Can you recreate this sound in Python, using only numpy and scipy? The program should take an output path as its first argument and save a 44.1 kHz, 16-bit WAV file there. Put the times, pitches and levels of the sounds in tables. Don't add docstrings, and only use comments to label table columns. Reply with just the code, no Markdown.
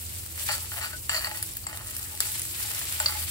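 import sys
import numpy as np
from scipy import signal
from scipy.fft import rfft, irfft
from scipy.io import wavfile
from scipy.ndimage import uniform_filter1d

SR = 44100
rng = np.random.default_rng(int(sys.argv[2]) if len(sys.argv) > 2 else 0)


def voltage_ratio(decibels):
    exponent = np.asarray(decibels, float) / 20
    return 10 ** exponent


def put_to_file(sound):
    columns = np.atleast_2d(sound).T
    safe = np.clip(columns, -1, 1)
    whole_steps = np.round(safe * 32767)
    wavfile.write(sys.argv[1], SR, whole_steps.astype(np.int16))


N = 145530
t = np.arange(N) / SR


def unit(x):
    return x / np.sqrt(np.mean(x ** 2))


def curve_db(rows):
    return voltage_ratio(np.interp(t, *np.array(rows).T))


def filtered(x, order, edges, kind):
    return signal.sosfilt(signal.butter(order, edges, kind, fs=SR, output="sos"), x)


def colour(x, rows):
    hz, db = np.array(rows).T
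    n = 2 ** 13
    log_hz = np.log(np.arange(n // 2 + 1) * SR / n + 1)
    cepstrum = irfft(np.interp(log_hz, np.log(hz), db) * np.log(10) / 20)
    cepstrum[1:n // 2] *= 2
    cepstrum[n // 2 + 1:] = 0
    return signal.fftconvolve(x, irfft(np.exp(rfft(cepstrum))))[:N]


def ring(x, hz, t60):
    pole = np.exp((2j * np.pi * hz - np.log(1000) / t60) / SR)
    return signal.lfilter([1], [1, -pole], x).imag


def walk(rate):
    k = int(SR / rate)
    steps = np.repeat(rng.standard_normal(N // k + 1), k)
    return unit(uniform_filter1d(uniform_filter1d(steps, k), k)[:N])


def clicks(per_s, scatter_db):
    happens = rng.random(N) < per_s / SR
    strength = voltage_ratio(scatter_db * np.minimum(rng.exponential(size=N), np.pi))
    return unit(happens * strength * np.sign(rng.standard_normal(N)))


# t/s, level/dB
FRYING = [(0, -42.5), (.33, -42), (.43, -37.5), (.53, -34.5), (.6, -40), (.85, -41), (1.07, -45),
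          (1.11, -37.5), (1.25, -41.5), (1.44, -41), (1.65, -46.5), (1.83, -45), (1.9, -41), (2.19, -42),
          (2.23, -35.5), (2.5, -39.5), (2.63, -36.5), (3.3, -36.5)]
# f/Hz, level/dB per Hz
FRYING_COLOUR = [(700, -25), (2000, -12.5), (4500, -8), (6500, -9.5), (7600, -1.5), (9500, -2.5),
                 (12000, -2.5), (16000, -4.5)]


def sizzle():
    surge_db, flicker_db, spread_db = .5, 2.02, 10
    bursts_per_s, scatter_db = 4000, 4.5
    spits_per_s, spit_db, spit_scatter_db, spit_t60_s = 40, -2.5, 3.0, .004
    level = curve_db(FRYING)
    surge = surge_db * walk(45)
    out = np.zeros((3, N))
    for edges, kind in ((3500, "low"), ((3500, 9000), "band"), (9000, "high")):
        part = np.array([clicks(bursts_per_s, scatter_db) for _ in range(3)])
        part[1:] *= voltage_ratio(spread_db)
        part = filtered(part, 2, edges, kind)
        if kind == "low":
            part *= (level / voltage_ratio(-43.5)) ** .8744
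        out += part * voltage_ratio(surge + flicker_db * walk(70))
    spits = np.abs(clicks(spits_per_s, spit_scatter_db))
    fade = signal.lfilter([1], [1, -voltage_ratio(-60 / SR / spit_t60_s)], spits)
    out[0] += voltage_ratio(spit_db) * unit(fade * rng.standard_normal(N))
    return unit(np.array([colour(x, FRYING_COLOUR) for x in out])) * level * voltage_ratio(4.0)


# t/s, peak level/dB, bubble pitch f/Hz
DROPS = [(0.2614, -28, 8700), (1.3713, -23, 10800), (1.4257, -16, 9910), (1.5519, -31, 10200),
         (1.5678, -21, 13400), (1.7719, -24, 8610), (1.8692, -25, 8340), (1.9081, -25, 12300),
         (1.949, -27, 12500), (1.9649, -20, 8690), (1.9929, -25, 8860), (2.0273, -24, 13300),
         (2.1495, -27, 9570), (2.174, -23, 7830), (2.2029, -8, 7720), (2.2694, -23, 10600),
         (2.3174, -22, 10500), (2.3545, -23, 9510), (2.3774, -26, 10800), (2.394, -19, 9530),
         (2.4169, -18, 9600), (2.4514, -22, 8200), (2.6294, -21, 11600), (2.7132, -23, 7390),
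         (2.7472, -18, 8670), (2.7796, -22, 11500), (2.7901, -21, 9580), (2.8524, -23, 7740),
         (2.9233, -19, 9790)]


def pops():
    delay_s, gain_db, low_cut_hz = .001207, 1.5, 3000
    t60_s, crack_db, tail_db, tail_t60_s = .004, 5, -13, .03
    out, n = np.zeros(N), SR // 8
    u = t[:n]
    for s, db, hz in DROPS:
        i = int((s + delay_s) * SR)
        chirp = np.sin(2 * np.pi * hz * u) * voltage_ratio(-60 * u / t60_s)
        fade = voltage_ratio(crack_db - 60 * u / t60_s) + voltage_ratio(tail_db - 60 * u / tail_t60_s)
        spray = rng.standard_normal(n) * fade
        out[i:i + n] += voltage_ratio(db + gain_db) * (chirp + .5 * spray)[:N - i]
    return filtered(out, 1, low_cut_hz, "high")


# t/s, bowl level/dB, rim level/dB re bowl, high ring level/dB re bowl, knock f/Hz
SPOON_TAPS = [(0.377, -40.5, -19, 5, 2160), (0.4882, -26.5, 4, -1, 1210), (0.717, -35.5, 2, -8, 3250),
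              (0.779, -36, -8, -18, 860), (0.813, -36, -10, 10, 1300), (1.094, -25, 6.5, 11, 1760),
              (1.2455, -31.5, 13.5, -10, 1900), (1.2565, -37, 15, 0, 2690), (1.313, -33, -3, -6, 2500),
              (1.425, -44.5, 11, 17, 2740), (1.64, -50, 17, -5, 790), (1.667, -38.5, 11, 13, 790),
              (1.7285, -38.5, -2, 5, 610), (2.2037, -33.5, 7, 5, 3620), (2.254, -41, 8, -10, 2300),
              (2.354, -43, -11, 7, 1370), (2.586, -51, -13, -10, 2380), (2.71, -40, 7, -9, 850),
              (2.783, -41, -13, -11, 1400), (3.0003, -26, 4, 14, 865), (3.0597, -33.5, 20, 3, 2720),
              (3.122, -37, -3, -12, 2400)]


def taps(push):
    delay_s, knock_db, knock_t60_s = .0003, -1, .03
    knock, u = np.zeros(N), t[:SR // 10]
    for s, db, rim_db, high_db, hz in SPOON_TAPS:
        i = int((s + delay_s) * SR)
        push[:, i] = voltage_ratio(db + np.array([0, rim_db, high_db]))
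        knock[i:i + len(u)] += np.sin(2 * np.pi * hz * u) * voltage_ratio(db + knock_db - 60 * u / knock_t60_s)
    return knock


# t/s, bowl level/dB, rim level/dB
EDGE_SLIPS = [(.4935, -21.5, -30), (.5, -27, -25), (.5066, -24, -26), (.5123, -25, -28), (.5174, -27, -24),
              (.5258, -42, -20.5), (.5297, -34, -32), (.5395, -28, -26), (.5472, -46, -37),
              (.5521, -39, -38), (.733, -38, -41), (.7402, -36, -41), (.7705, -30, -41), (.7832, -36, -44),
              (.7866, -29, -43), (.8093, -32, -48), (.8176, -31, -35), (.8221, -29, -38), (.8256, -32, -41),
              (.8303, -34, -33), (.8369, -31, -32), (.8415, -32, -29), (.8458, -27, -27), (.8585, -31, -33),
              (1.0985, -28, -32), (1.1125, -32, -37), (1.1159, -25, -47), (1.1304, -33, -38),
              (1.1451, -26, -24), (1.1492, -29, -22), (1.153, -25, -42), (1.1591, -31, -31),
              (1.1649, -30, -26.5), (1.1688, -30, -30), (1.1733, -44, -24), (1.1774, -29, -27),
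              (1.182, -35, -29), (1.1924, -43, -29), (1.2006, -32, -34), (1.2086, -29, -32),
              (1.2624, -29, -32), (1.27, -25, -24), (1.3717, -43, -46), (1.5707, -52, -40),
              (1.695, -44, -35), (1.7344, -42, -45), (1.7447, -35, -52), (2.2085, -40, -26),
              (2.2195, -38, -30), (2.2474, -40, -31), (3.0169, -40, -40), (3.0255, -32, -40),
              (3.0358, -36, -36), (3.0632, -34, -18), (3.0732, -38, -36), (3.0842, -35, -26),
              (3.102, -36, -35)]


def chatter(push):
    for s, bowl_db, rim_db in EDGE_SLIPS:
        push[:, int(s * SR)] = voltage_ratio(np.array([bowl_db - 6.5, rim_db + 2.5, rim_db - 8]))


# t/s, length/s, bowl level/dB, rim level/dB
DRAGS = [(.38, 0.065, -53, -60), (0.497, 0.049, -55, -37), (0.516, 0.082, -48.5, -40),
         (0.605, 0.072, -55, -53), (0.72, 0.035, -56, -53), (0.758, 0.047, -46, -53),
         (0.804, 0.08, -46, -41), (0.86, 0.097, -52, -47), (1.109, 0.04, -40.5, -31),
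         (1.139, 0.062, -43, -33), (1.208, 0.045, -44.5, -45), (1.258, 0.15, -49.5, -43),
         (1.68, 0.153, -50.5, -51), (1.823, 0.33, -57.5, -59), (2.215, 0.1, -51.5, -50),
         (2.586, 0.58, -54.5, -62), (3.007, 0.059, -49, -58), (3.064, 0.045, -52, -42),
         (3.114, 0.14, -54.5, -45)]


def scrapes(push):
    slips_per_s, jitter, scatter_db, grit_db = 165, .25, 4.0, -13
    edge_s, high_rub_db = .003, -12
    turns = np.cumsum(slips_per_s * np.exp(jitter * walk(90))) / SR
    slips = np.diff(np.floor(turns), prepend=0)
    rub = unit(slips * voltage_ratio(scatter_db * rng.standard_normal(N)))
    rub += voltage_ratio(grit_db) * rng.standard_normal(N)
    for s, length, bowl_db, rim_db in DRAGS:
        gate = np.clip(np.minimum(t - s, (s + length - t) / 4) / edge_s, 0, 1)
        push += voltage_ratio(np.array([[bowl_db], [rim_db], [rim_db + high_rub_db]]) - 19) * gate * rub


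def body(x, modes, wander_db):
    out = np.zeros(N)
    for k, (hz, db, t60) in enumerate(modes):
        out += (-1) ** k * voltage_ratio(db) * ring(x * voltage_ratio(wander_db * walk(35)), hz, t60)
    return out / np.sqrt(len(modes))


# f/Hz, level/dB, t60/s
BOWL_MODES = [(542, -6, 0.049), (618, -4, 0.055), (704, -5.5, 0.035), (850, 3.5, 0.086), (1020, 1, 0.014),
              (1298, 4, 0.032), (1490, 4, 0.048), (1678, 1, 0.022), (1923, 1, 0.037), (2120, 3, 0.046),
              (2390, 2, 0.025), (2820, -3, 0.029), (3140, 0, 0.026)]
# f/Hz, level/dB, t60/s
RIM_MODES = [(4276, -9.5, .03), (4498, -10, 0.058), (4590, -5, 0.087), (4680, -6.5, 0.033),
             (4805, -12, .03), (4564, 5.5, 0.012), (4870, -2, 0.0063)]
# f/Hz, level/dB, t60/s
HIGH_MODES = [(7200, 3, 0.018), (7600, -1.5, 0.02), (7770, -6, .025), (7800, 5, 0.0074)]
# f/Hz, level/dB
CONTACT_CRACK = [(900, 3), (1400, 7), (2100, 7), (3000, 6.5), (3900, 1), (5600, -2.5)]


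def spoon():
    contact_db, crack_t60_s, low_cut_hz = 4.5, .0055, 430
    push = np.zeros((3, N))
    pan = taps(push)
    chatter(push)
    scrapes(push)
    for k, (hz, db) in enumerate(CONTACT_CRACK):
        pan += (-1) ** k * voltage_ratio(db) * ring(push[0], hz, crack_t60_s)
    pan += body(push[0], BOWL_MODES, contact_db)
    pan += body(push[1], RIM_MODES, .8 * contact_db)
    pan += body(push[2], HIGH_MODES, contact_db)
    return filtered(pan, 4, low_cut_hz, "high")


def room(struck):
    t60_s, early_s, worktop_db, worktop_t60_s = .19, .0014, 12, .016
    u = t[:SR // 3]
    tiles = voltage_ratio(-60 * u / t60_s) * np.clip(u / early_s, 0, 1)
    worktop = voltage_ratio(worktop_db - 60 * u / worktop_t60_s)
    echo = rng.standard_normal((2, len(u))) * (tiles + worktop)
    echo /= np.sqrt(np.sum(echo ** 2, axis=1, keepdims=True))
    return signal.fftconvolve(struck[None], echo, axes=1)[:, :N]


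# f/Hz, level/dB per Hz
AIR_COLOUR = [(24, -59.5), (40, -27.5), (85, -2.5), (147, -22.5), (173, -19.5), (411, -23), (569, -26.5),
              (1680, -33), (3000, -26), (3900, -46), (6600, -120)]
# f/Hz, width/Hz, level/dB
ROOM_BOOM = [(56.5, 6.1, -54.5), (100.1, 36.5, -48.5), (332.1, 7.6, -65)]
# t/s, level/dB
MOTOR_HUM = [
    (0.0, -44.5),
    (0.5, -48),
    (0.75, -42.5),
    (1.18, -58.5),
    (1.3, -79),
    (2.22, -45.5),
    (2.24, -68),
    (3.26, -38.5),
    (3.3, -43),
]


def kitchen():
    air_db, alike_hz, hum_hz = -50, 443, 82.8
    bass_pan_db, boom_side_db = -3.5, -10.5
    opposite = np.array([[1], [-1]])
    mid, side = (unit(colour(rng.standard_normal(N), AIR_COLOUR)) for _ in range(2))
    air = voltage_ratio(air_db) * (mid + filtered(side, 1, alike_hz, "high") * opposite)
    boom = np.zeros(N)
    for hz, width, db in ROOM_BOOM:
        boom += voltage_ratio(db) * unit(ring(rng.standard_normal(N), hz, 2.8 / width))
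    boom = boom + voltage_ratio(boom_side_db) * np.roll(boom, N // 2) * opposite
    phase = 2 * np.pi * np.cumsum(hum_hz * (1 + .011 * walk(9.8))) / SR
    hum = np.sqrt(2) * np.sin(phase) * curve_db(MOTOR_HUM)
    return air + (boom + hum) * voltage_ratio(opposite * bass_pan_db / 2)


def scene():
    right_late_s, pan_db, room_db = 1.95e-4, 1.0, -2.5
    fry = sizzle()
    struck = pops() + spoon()
    pan = fry[0] + struck
    hz = np.arange(N // 2 + 1) * SR / N
    late = irfft(rfft(pan) * np.exp(-2j * np.pi * hz * right_late_s), N)
    near = np.array([pan, late]) + fry[1:]
    near *= voltage_ratio(np.array([[.5], [-.5]]) * pan_db)
    return near + voltage_ratio(room_db) * room(struck) + kitchen()


def low_pass(x):
    return signal.sosfilt(signal.butter(12, 16820, fs=SR, output="sos"), x)


def record(dry):
    heard = filtered(dry, 3, 48.3, "high")
    rounded = .7 * np.tanh(heard / .7)
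    mix = signal.sosfilt(signal.ellip(10, .3, 60, 15750, fs=SR, output="sos"), rounded)
    return low_pass(mix)


dry = scene()
out = record(dry)
put_to_file(out)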